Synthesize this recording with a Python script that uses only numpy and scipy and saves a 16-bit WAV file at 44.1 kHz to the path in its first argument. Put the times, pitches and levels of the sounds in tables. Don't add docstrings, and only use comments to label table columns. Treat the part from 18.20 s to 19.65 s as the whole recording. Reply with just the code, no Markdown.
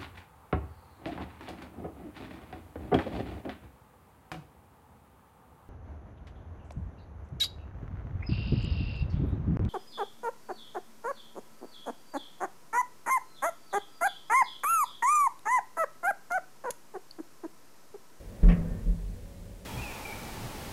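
import sys
import numpy as np
from scipy import signal
from scipy.fft import irfft
from scipy.io import wavfile

SR = 44100
rng = np.random.default_rng(int(sys.argv[2]) if len(sys.argv) > 2 else 0)


def store_wav(level_fs):
    pcm = np.round(np.clip(np.atleast_2d(level_fs), -1, 1) * 32767)
    wavfile.write(sys.argv[1], SR, pcm.T.astype(np.int16))


N = 63945
T = np.arange(N) / SR
HZ = np.fft.rfftfreq(N, 1 / SR)

# frequency in Hz, relative level in dB.
HISS_COLOUR = [(100, -3.5), (2000, 0.5), (4000, -1), (8000, -1.5), (11000, -3.5), (15500, -7.5)]
# frequency in Hz, relative level in dB.
DRONE_COLOUR = [(15, -12), (45, 4.5), (70, -8.5), (100, -5.5), (135, -23), (175, -9), (250, -16),
                (310, -19), (570, -20.5), (720, -26.5), (1000, -31), (1350, -37), (1850, -35), (3000, -47),
                (6000, -56.5)]
# time in seconds, level in dB.
DRONE_LOUDNESS = [(0, -44.5), (.15, -41), (.3, -38.5), (.8, -46.5), (1.1, -46.5), (1.3, -45.5),
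                  (1.45, -48.5)]
# pitch in Hz, level in dB.
HUM_TONES = [(46, -55.5), (92, -60), (174, -62.5), (250, -65.5), (404, -69.5), (492, -69), (559, -69.5)]

# middle and half length in seconds, pitch in Hz, level in dB.
THIN_WHINES = [(.535, .075, 1800, -60), (.99, .045, 492, -54), (1.13, .17, 560, -60)]
# centre in Hz, width in Hz, relative level in dB.
RUB_BANDS = [(470, 110, 4), (1140, 260, -32), (1580, 140, -13.5), (1850, 180, -18), (2440, 67, -26)]

# start in seconds,
# relative level in dB, level of the opening crack in dB compared with the clatter.
LATCH_STRIKES = [(.2305, -15, -6), (.2717, -16, -10), (.2882, 3, -1), (.2972, 0, -3), (.3005, -2, -6),
                 (.3177, -2, 2), (.3245, -3, -3), (.335, -12, -6), (.36, -17, -6)]
# pitch in Hz, relative level in dB, fade time in seconds.
# A fade time is how long a sound takes to drop by 60 dB.
LATCH_NOTES = [(722, 5.5, 0.27), (825, -2, 0.3), (1110.7, 6.5, 0.095), (1777, -0.5, 0.37), (1874, 3, 0.32),
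               (1992, -1, 0.34), (2051, -2, 0.32), (2290, 5, 0.12), (2510, -4, 0.17), (3160, -8, .13)]
# frequency in Hz, relative level in dB.
CLATTER_COLOUR = [(300, -24), (700, -23), (1150, 3.5), (1400, -5), (1900, 2), (2900, 1), (3700, -18),
                  (5500, -16.5), (8000, -48), (15000, -50)]
# frequency in Hz, fade time in seconds.
CLATTER_FADE = [(700, 0.38), (1800, 0.27), (3000, 0.12), (6000, 0.074)]

# start in seconds, relative levels of the panel ring and
# of the shaft rumble in dB, contact time in seconds.
CAB_BLOWS = [(.2303, 0, 0, .0006), (.2877, 3, -6, .0006), (.6563, -8, -10, .003)]
# pitch in Hz, relative level in dB, rise and fade times in seconds.
PANEL_NOTES = [(75.9, -37, .018, .8), (93.6, -25, .19, 1.1), (97.7, -34, .065, 1), (153.3, -21, .045, .25),
               (162.7, -26, .07, .72), (170.3, -13, .25, .54), (173.2, -17, .018, .34),
               (191.9, -24, .026, .17), (215.3, -35, .024, 1.1), (250.2, -33, .056, .5),
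               (408, -43, .003, .4), (441, -45, .004, .6), (563, -48, .004, .8), (627, -51, .005, .8)]
# frequency in Hz, relative level in dB.
RUMBLE_COLOUR = [(20, -3.5), (40, 5.5), (65, -7), (100, 6), (130, -9.5), (175, 0.5), (225, 4.5),
                 (300, -9.5), (430, -1), (600, -11), (720, -23.5), (1200, -24), (2600, -31.5),
                 (4000, -35.5), (9000, -59)]
# frequency in Hz, fade time in seconds.
RUMBLE_FADE = [(40, 3.1), (100, 2.58), (170, 1.25), (260, 0.56), (450, .65), (1000, 1.27), (2500, 0.6),
               (6000, 0.15)]
# start in seconds, level in dB before swell and fade, pitch in Hz,
# then swell time, wait before fading and fade time, all in seconds.
CAB_HEAVES = [(0.229, -10, 39.3, 0.0097, .062, .16), (0.364, -29, 35.8, 0.0072, 0.042, 0.45),
              (0.4845, -32.5, 42.6, 0.0073, 0.042, 0.047), (0.646, -11, 40.74, 0.11, 0.061, 0.1),
              (0.7724, -32, 45.1, 0.018, 0.17, 0.062)]


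def gain(db):
    return 10 ** (np.asarray(db) / 20)


def unit_level(sound):
    return sound / np.sqrt(np.mean(sound ** 2) + 1e-20)


def look_up(table, hz):
    row_hz, values = np.transpose(table)
    return np.interp(np.log(hz + 1), np.log(row_hz + 1), values)


def add(mix, start, sound):
    part = mix[max(round(start * SR), 0):]
    part += sound[:len(part)]


def noise(gains):
    phases = np.exp(2j * np.pi * rng.random(len(HZ)))
    return unit_level(irfft(gains * phases, N))


def coloured_noise(colour):
    return noise(gain(look_up(colour, HZ)))


def fading_noise(colour, fade_times):
    hz, t, bands = signal.stft(coloured_noise(colour), SR, nperseg=512)
    fade = gain(-60 * t / look_up(fade_times, hz)[:, None])
    return signal.istft(bands * fade, SR, nperseg=512)[1][:N]


def bump(middle, half_length):
    return np.exp(-((T - middle) / half_length) ** 2)


def soften(sound, contact_s):
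    smoothing = np.exp(-2 * np.pi / (contact_s * SR))
    return signal.lfilter([1 - smoothing], [1, -smoothing], sound)


def hiss(level_db=-61.5):
    return gain(level_db) * coloured_noise(HISS_COLOUR)


def machinery(waver_depth=0.97, waver_hz=3.2):
    loudness_db = np.interp(T, *np.transpose(DRONE_LOUDNESS))
    out = gain(loudness_db) * coloured_noise(DRONE_COLOUR)
    for hz, db in HUM_TONES:
        waver = 1 + waver_depth * noise(np.exp(-(HZ / waver_hz) ** 2))
        tone = np.sin(2 * np.pi * (hz * T + rng.random()))
        out += gain(db) * unit_level(waver * tone)
    return out


def thin_whines():
    return sum(gain(db) * np.sin(2 * np.pi * hz * T) * bump(middle, half_length)
               for middle, half_length, hz, db in THIN_WHINES)


def metal_rub(level_db=-50):
    scrape = sum(gain(db) * noise(1 / (1 + (2 * (HZ - hz) / width) ** 2)) for hz, width, db in RUB_BANDS)
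    return gain(level_db) * unit_level(scrape) * bump(middle=0.51, half_length=0.11)


def latch(ring_db=-54.5, clatter_db=-46, crack_s=0.0018, attack_s=0.0003):
    out = np.zeros(N)
    attack = np.minimum(T / attack_s, 1)
    for start, strike_db, crack_db in LATCH_STRIKES:
        ring = sum(gain(db - 60 * T / fade_s) * np.sin(2 * np.pi * (hz * T + rng.random()))
                   for hz, db, fade_s in LATCH_NOTES)
        crack = 1 + gain(crack_db) * np.exp(-T / crack_s)
        clatter = fading_noise(CLATTER_COLOUR, CLATTER_FADE) * crack
        strike = gain(ring_db) * ring + gain(clatter_db) * clatter
        add(out, start, gain(strike_db) * strike * attack)
    return out


def cab_blows(rumble_base_db=-29, rumble_rise_s=0.00075):
    ring = np.zeros(N)
    for hz, db, rise_s, fade_s in PANEL_NOTES:
        rise = 1 - np.exp(-T / rise_s)
        ring += gain(db - 60 * T / fade_s) * rise * np.sin(2 * np.pi * hz * T)
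    out = np.zeros(N)
    for start, ring_db, rumble_db, contact_s in CAB_BLOWS:
        rumble = fading_noise(RUMBLE_COLOUR, RUMBLE_FADE) * (1 - np.exp(-T / rumble_rise_s))
        blow = gain(ring_db) * ring + gain(rumble_base_db + rumble_db) * rumble
        add(out, start, soften(blow, contact_s))
    return out


def cab_heaves():
    out = np.zeros(N)
    for start, db, hz, swell_s, wait_s, fade_s in CAB_HEAVES:
        swell = np.minimum(T / swell_s, 1)
        drop_db = 60 * np.maximum(T - wait_s, 0) / fade_s
        add(out, start, swell * gain(db - drop_db) * np.sin(2 * np.pi * hz * T))
    return out


def scene():
    return (cab_heaves() + cab_blows() + latch() + metal_rub() + thin_whines() + machinery() + hiss())[None]


def record(dry):
    cutoff_hz = 15800
    treble_cut = signal.firwin(511, cutoff_hz, window=("kaiser", 9), fs=SR)
    return signal.oaconvolve(dry, treble_cut[None], "same")


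dry = scene()
out = record(dry)
store_wav(out)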